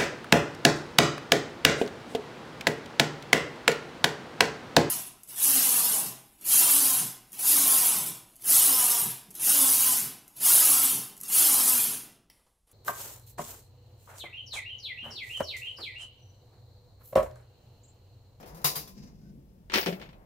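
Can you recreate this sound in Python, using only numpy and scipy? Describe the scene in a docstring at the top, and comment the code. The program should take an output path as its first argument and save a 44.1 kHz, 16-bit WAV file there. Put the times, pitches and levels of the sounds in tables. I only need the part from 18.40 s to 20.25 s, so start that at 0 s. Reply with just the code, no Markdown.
"""Loose screws on a car floor

A hand rakes steel screws together on a rubber mat. A bunch clinks down brightly and bounces, setting
other screws and nearby sheet metal ringing. A second later a duller clatter thumps the floor.
The small cabin smears each hit into a short tail; soft rubbing and handling rumble lie underneath."""
import sys
import numpy as np
from scipy import signal
from scipy.fft import rfft, irfft, next_fast_len
from scipy.io import wavfile

SR = 44100
rng = np.random.default_rng(int(sys.argv[2]) if len(sys.argv) > 2 else 0)


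def inscribe(sig):
    """Save sig as 16-bit PCM at rate SR to the path in sys.argv[1].

    A 1-D sig is mono; a 2-D sig holds one channel per row.
    Samples are clipped to [-1, 1] before scaling.
    """
    pcm = np.round(np.clip(np.atleast_2d(sig).T, -1, 1) * 32767)
    wavfile.write(sys.argv[1], SR, pcm.astype(np.int16))


N = 81585
RING_TIME = np.arange(int(.7 * SR)) / SR   # seconds since a hit

# A "colour" says how strong each pitch is in a noise. A "mode" is one tone a struck object rings at.
# "t60" is the time a sound takes to fade by 60 dB.

# how loud the hand's rubbing and the handling rumble are over time: t/s, level/dB
RUB_LEVEL = [(0, -52), (.22, -53), (.42, -52.5), (.55, -73), (.7, -65), (.8, -79.5), (1.26, -74),
             (1.58, -51), (1.72, -60.5), (1.85, -61)]
RUMBLE_LEVEL = [(0, -55.5), (.3, -58.5), (.5, -56.5), (.58, -47.5), (.66, -45.5), (.77, -55), (.87, -49),
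                (.97, -47.5), (1.08, -59.5), (1.28, -60), (1.68, -53.5), (1.85, -63)]
# colours of the rubbing, the rumble and the quiet cabin: f/Hz, level/dB
RUB_COLOUR = [(150, -11), (300, -1), (480, -0.5), (700, -0.5), (1100, -7.5), (2000, -16.5), (5000, -40)]
RUMBLE_COLOUR = [(60, -20.5), (110, -16.5), (140, -2), (185, -0.5), (250, -11.5), (340, -17.5), (700, -40),
                 (1500, -57.5)]
CABIN_COLOUR = [(25, -10), (50, 4), (90, -5.5), (250, -18), (600, -23), (1200, -41), (3000, -40),
                (8000, -46), (15000, -41)]

# how hard the screws are stirred: t/s, level/dB
STIR_LEVEL = [(0, -61.5), (.23, -69.5), (.3, -60), (.55, -69), (.58, -59.5), (.65, -62), (.75, -72),
              (.88, -71.5), (.97, -82.5), (1.26, -84), (1.55, -64.5), (1.72, -93), (1.85, -82.5)]
# colour of the stirring ticks: f/Hz, level/dB
STIR_COLOUR = [(500, 8), (1200, -5), (2500, 0), (3800, -10), (5500, 9.5), (8000, -19.5), (15000, -13.5)]
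# how long a tick takes to fade: f/Hz, t60/s
STIR_FADE = [(1000, 0.12), (10000, 0.11)]

# bright hits of screw on screw: t/s, level/dB
CLINKS = [(.001, -57), (0.059, -55), (0.074, -53), (0.147, -52), (0.171, -53.5), (0.216, -55.5),
          (0.2427, -29), (0.245, -20), (0.2555, -27.5), (.354, -37), (0.3574, -32.5), (0.3633, -35.5),
          (0.475, -48), (.632, -69)]
# colour of a clink: f/Hz, level/dB
CLINK_COLOUR = [(80, -25.5), (200, -25), (400, -3.5), (800, -1), (1400, -0.5), (2700, -2), (3400, -10.5),
                (3950, -3.5), (5800, 1), (7600, -12.5), (9500, -4.5), (11500, -0.5), (13800, 1.5),
                (15500, -0.5)]
# how long a clink takes to fade: f/Hz, t60/s
CLINK_FADE = [(400, 0.36), (1500, 0.16), (5000, 0.3), (13000, 0.21)]
# modes of the screws and of the nearby sheet metal: f/Hz, level/dB, t60/s
SCREW_MODES = [(746.4, -0.5, 0.18), (1038, 4, 0.049), (2448, -7, 0.22)]
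SHEET_MODES = [(1001, 3.5, 0.8), (1034, -6, 0.69), (1130, -3.5, .3)]
# single screws ringing out, each at its own pitch: t/s, f/Hz, level/dB
PINGS = [(.245, 2750, -41), (.245, 3790, -35), (.245, 4850, -32), (.245, 6620, -40), (.245, 11560, -33),
         (.245, 13850, -38), (.2555, 3880, -39), (.2555, 10270, -39), (.2555, 11020, -36),
         (.2555, 12810, -38), (.2555, 15070, -41), (.357, 3960, -45), (.357, 4770, -43), (.357, 11150, -44),
         (.357, 12130, -42), (.357, 13710, -38)]

# duller knocks of metal on the floor: t/s, metal level/dB, bright edge level/dB, floor boom level/dB
KNOCKS = [(.029, -54, -70, -47), (1.2985, -41, -72, -48), (1.32, -37, -62, -45), (1.333, -36, -44, -38),
          (1.3383, -22, -35, -40), (1.341, -27, -33, -48), (1.348, -27, -36, -33), (1.357, -26, -32, -26),
          (1.376, -32, -35, -52), (1.383, -27, -41, -42), (1.4135, -45, -39, -42), (1.429, -37, -46, -51),
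          (1.461, -31, -40, -28), (1.468, -33, -48, -29), (1.478, -38, -53, -35), (1.526, -42.5, -55, -40),
          (1.598, -51, -75, -46), (1.615, -45, -63, -65), (1.625, -48, -78, -65), (1.69, -55.5, -69, -63.5),
          (1.73, -59, -85, -65)]
# colours of those three parts of a knock: f/Hz, level/dB
KNOCK_COLOUR = [(100, -25), (300, -13.5), (700, -16.5), (1000, 1), (1500, 1), (2300, 6), (3600, 1.5),
                (5000, -9), (6200, -13.5), (8000, -29.5), (15500, -50)]
EDGE_COLOUR = [(1500, -30.5), (5000, 19.5), (6500, 4.5), (8500, -24.5), (10000, 2), (13000, 0), (15500, 8)]
BOOM_COLOUR = [(60, -21), (120, -15), (200, 8), (270, -13), (350, 4.5), (560, 0.5), (750, -6.5),
               (1400, -31)]
# how long a knock and its boom take to fade: f/Hz, t60/s
KNOCK_FADE = [(500, 0.19), (2500, 0.15), (6000, 0.15), (13000, 0.37)]
BOOM_FADE = [(100, 0.093), (600, 0.2)]
# modes of the knocking metal and of the booming floor: f/Hz, level/dB, t60/s
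KNOCK_MODES = [(917, 7.5, 0.1), (1328, 0.5, 0.12), (2200, 4.5, 0.16), (2340, -4, 0.2), (2370, -2.5, 0.071),
               (3500, -16, 0.13)]
BOOM_MODES = [(248, 0.5, 0.042), (324, -5.5, 0.12), (350.7, 1, .17), (380, 1, 0.14), (509.5, -0.5, .17),
              (565.3, -2, 0.17)]
# deep thuds of the floor panel: t/s, level/dB, f/Hz
THUDS = [(0.129, -40, 162), (0.242, -28.5, 147.9), (0.36, -37, 150.7), (1.344, -37.5, 104.7),
         (1.463, -30, 182.2), (1.48, -28, 174), (1.521, -30.5, 186.8), (1.686, -45.5, 158)]

# a faint squeak and thin high tones: middle t/s, half length/s, f/Hz, width/Hz, level/dB
SQUEAKS = [(0.864, 0.063, 1516, 70, -78), (1.393, .01, 9400, 250, -43), (1.395, 0.045, 15550, 350, -43),
           (1.402, .009, 15680, 200, -34)]

# how alike the two microphones sound: f/Hz, likeness (near 1 the same, 0 unrelated, below 0 opposed)
LIKENESS = [(50, 0.96), (180, 0.8), (300, 1.9), (450, 0.65), (1000, 0.61), (2200, 0), (5000, 0.21),
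            (12000, -0.5)]
# how much louder the left microphone is than the right: f/Hz, level/dB
BALANCE = [(30, -10), (70, 1.5), (180, 1), (480, 6.5), (1000, 4.5), (4000, 3), (12000, 3.5)]


def from_db(db):
    """Turn decibels into a number to multiply by."""
    return 10 ** (np.asarray(db) / 20)


def unit_power(sound):
    """Scale a sound so that its average power is 1."""
    return sound / np.sqrt(np.mean(sound ** 2) + 1e-20)


def at_hz(table, hz):
    """Look up a pitch in a table, blending between rows on a musical (log) scale."""
    pitches, values = np.transpose(table)
    return np.interp(np.log(hz), np.log(pitches), values)


def loudness(table):
    """Turn a table of levels over time into a gain for every sample."""
    return from_db(np.interp(np.arange(N) / SR, *np.transpose(table)))


def add(track, s, sound):
    """Mix a sound into the track, starting at s seconds."""
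    start = int(s * SR)
    track[..., start:start + sound.shape[-1]] += sound[..., :N - start]


def noise_bands(colour, size):
    """Stereo noise of total power 1 in third-octave bands; gives their centre pitches and the bands."""
    edges = 22 * 2 ** (np.arange(30) / 3)
    centres = np.sqrt(edges[1:] * edges[:-1])
    white = rng.standard_normal((2, 2, size + SR // 4))   # extra length lets the filters settle
    gains = from_db(at_hz(colour, centres)) * np.sqrt(centres)   # higher bands are wider
    bands = []
    for k, gain in enumerate(gains / np.linalg.norm(gains)):
        band_pass = signal.butter(2, edges[k:k + 2], "band", fs=SR, output="sos")
        shared, opposed = signal.sosfilt(band_pass, white[k % 2])[:, -size:]
        alike = np.clip(at_hz(LIKENESS, centres[k]), -.99, .99)
        stereo = np.sqrt(1 + alike) * shared + np.sqrt(1 - alike) * opposed * [[1], [-1]]
        bands.append(gain * unit_power(stereo))
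    return centres, np.array(bands)


def noisy_ring(colour, fade_table, crack_db, crack_s=.003, build_s=.004):
    """One hit in the cabin: a short crack, then crowded echoes that build up and fade band by band."""
    t = RING_TIME[:len(RING_TIME) // 2]
    attack = 1 - np.exp(-t / build_s) + from_db(crack_db) * np.exp(-t / crack_s)
    ring = 0
    for hz, noise in zip(*noise_bands(colour, size=len(t))):
        shape = attack * from_db(-60 * t / at_hz(fade_table, hz))
        strength = np.sqrt(np.mean(noise ** 2) * np.mean(shape ** 2))
        ring = ring + strength * unit_power(noise * shape)
    return np.pad(ring, [(0, 0), (0, len(RING_TIME) - len(t))])


def clear_ring(modes):
    """Pure fading tones that start at power 1 in total; high ones reach the microphones out of step."""
    ring = 0
    for hz, db, t60 in modes:
        phase = rng.uniform(-np.pi, np.pi, (2, 1)) * (1 - at_hz(LIKENESS, hz))
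        ring = ring + from_db(db - 60 * RING_TIME / t60) * np.sin(2 * np.pi * hz * RING_TIME + phase)
    start_power = sum(from_db(db) ** 2 for _, db, _ in modes) / 2
    return ring / np.sqrt(start_power)


def hit_clicks(times, dbs, bounces=4, mean_gap_s=.006, bounce_db=-16.5):
    """One click for each hit, followed by a few small bounces at random gaps."""
    clicks = np.zeros(N + SR)
    for s, db in zip(times, dbs):
        clicks[int(s * SR)] += from_db(db)
        later = s + np.cumsum(rng.exponential(mean_gap_s, bounces))
        clicks[(later * SR).astype(int)] += from_db(db + bounce_db) * rng.choice([-1, 1], bounces)
    return clicks[:N]


def ring_at(clicks, ring):
    """Start a copy of a stereo ring at every click."""
    return signal.fftconvolve(clicks[None], ring, axes=1)[:, :N]


def strike(times, dbs, colour, fade_table, modes, crack_db, modes_db, spots=2):
    """Hits land on different spots in turn: all share the same modes, each has its own noisy ring."""
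    tones = from_db(modes_db) * clear_ring(modes)
    track = 0
    for k in range(spots):
        clicks = hit_clicks(times[k::spots], dbs[k::spots])
        track = track + ring_at(clicks, noisy_ring(colour, fade_table, crack_db) + tones)
    return track


def background(cabin_db=-56):
    """Three soft noises: skin rubbing on rubber, handling rumble and the steady hush of the cabin."""
    layers = [(loudness(RUB_LEVEL), RUB_COLOUR),
              (loudness(RUMBLE_LEVEL), RUMBLE_COLOUR),
              (from_db(cabin_db), CABIN_COLOUR)]
    return sum(gain * noise_bands(colour, size=N)[1].sum(0) for gain, colour in layers)


def stirring(ticks_per_s=240, spread_db=2.5):
    """Screws shift against each other with tiny random ticks."""
    tick_db = spread_db * np.minimum(rng.exponential(1, N), 4)
    sizes = from_db(tick_db) * rng.choice([-1, 1], N)
    ticks = sizes * (rng.random(N) < ticks_per_s / SR)
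    rattle = ring_at(ticks, noisy_ring(STIR_COLOUR, STIR_FADE, crack_db=-1))
    return loudness(STIR_LEVEL) * unit_power(rattle)


def clinks():
    """Screws land on each other with a bright crash."""
    times, dbs = np.transpose(CLINKS)
    return strike(times, dbs, CLINK_COLOUR, CLINK_FADE, SCREW_MODES, crack_db=-1, modes_db=-9)


def jingle(tones=10, range_hz=(2400, 15000), relative_db=-7, spread_db=4, t60_s=.11, ping_t60_s=.2):
    """Each clink sets other screws ringing at random pitches; a few set pitches stand out as pings."""
    track = np.zeros((2, N))
    for s, db in CLINKS:
        pitches = rng.uniform(*range_hz, tones)
        tone_dbs = spread_db * rng.standard_normal(tones)
        modes = [(hz, tone_db, t60_s) for hz, tone_db in zip(pitches, tone_dbs)]
        add(track, s, from_db(db + relative_db) * clear_ring(modes))
    for s, hz, db in PINGS:
        add(track, s, from_db(db) * clear_ring([(hz, 0, ping_t60_s)]))
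    return track


def sheet_metal(relative_db=-19.5):
    """Nearby sheet metal sings on after each clink; its tones lie so close together that they waver."""
    clicks = hit_clicks(*np.transpose(CLINKS), bounces=0)
    return from_db(relative_db) * ring_at(clicks, clear_ring(SHEET_MODES))


def clatter():
    """Metal tumbles on the floor; hard hits have a bright edge, heavy ones make the floor boom."""
    times, metal_db, edge_db, boom_db = np.transpose(KNOCKS)
    metal = strike(times, metal_db, KNOCK_COLOUR, KNOCK_FADE, KNOCK_MODES, crack_db=4, modes_db=-9)
    edge = ring_at(hit_clicks(times, edge_db), noisy_ring(EDGE_COLOUR, KNOCK_FADE, crack_db=6))
    boom = strike(times, boom_db, BOOM_COLOUR, BOOM_FADE, BOOM_MODES, crack_db=-2, modes_db=-3.5)
    return metal + edge + boom


def thuds(rise_s=.0044, t60_s=.19):
    """The floor panel swings at a low pitch under the cushioning mat."""
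    track = np.zeros(N)
    shape = np.sqrt(2) * (1 - np.exp(-RING_TIME / rise_s)) * from_db(-60 * RING_TIME / t60_s)
    for s, db, hz in THUDS:
        add(track, s, from_db(db) * shape * np.sin(2 * np.pi * hz * RING_TIME))
    return track


def squeaks():
    """Each squeak is noise in a band so narrow that it has a pitch; it swells, holds and fades."""
    t = np.arange(N) / SR
    track = 0
    for middle_s, half_s, hz, width_hz, db in SQUEAKS:
        band_pass = signal.butter(2, [hz - width_hz / 2, hz + width_hz / 2], "band", fs=SR, output="sos")
        whistle = unit_power(signal.sosfilt(band_pass, rng.standard_normal((2, N))))
        swell = np.exp(-((t - middle_s) / half_s) ** 4)
        track = track + from_db(db) * swell * whistle
    return track


def scene(bass_cut_hz=137):
    """Mix all the sounds. The hits lose their deepest bass, since the struck floor gives little of it."""
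    bass_cut = signal.butter(2, bass_cut_hz, "high", fs=SR, output="sos")
    hits = signal.sosfilt(bass_cut, clinks() + jingle() + clatter() + thuds())
    return hits + sheet_metal() + stirring() + squeaks() + background()


def record(dry, right_delay_s=.000317, treble_cut_hz=15800):
    """The left microphone hears things earlier and, above the deep bass, louder; top treble is cut."""
    size = next_fast_len(N + SR // 2)
    hz = np.maximum(np.arange(size // 2 + 1) * SR / size, 1)
    left = from_db(at_hz(BALANCE, hz) / 2)
    right = np.exp(-2j * np.pi * hz * right_delay_s) / left
    heard = irfft(rfft(dry, size) * np.array([left, right]), size)[:, :N]
    treble_cut = signal.ellip(12, .1, 80, treble_cut_hz, fs=SR, output="sos")
    return signal.sosfilt(treble_cut, heard)


dry = scene()
out = record(dry)
inscribe(out)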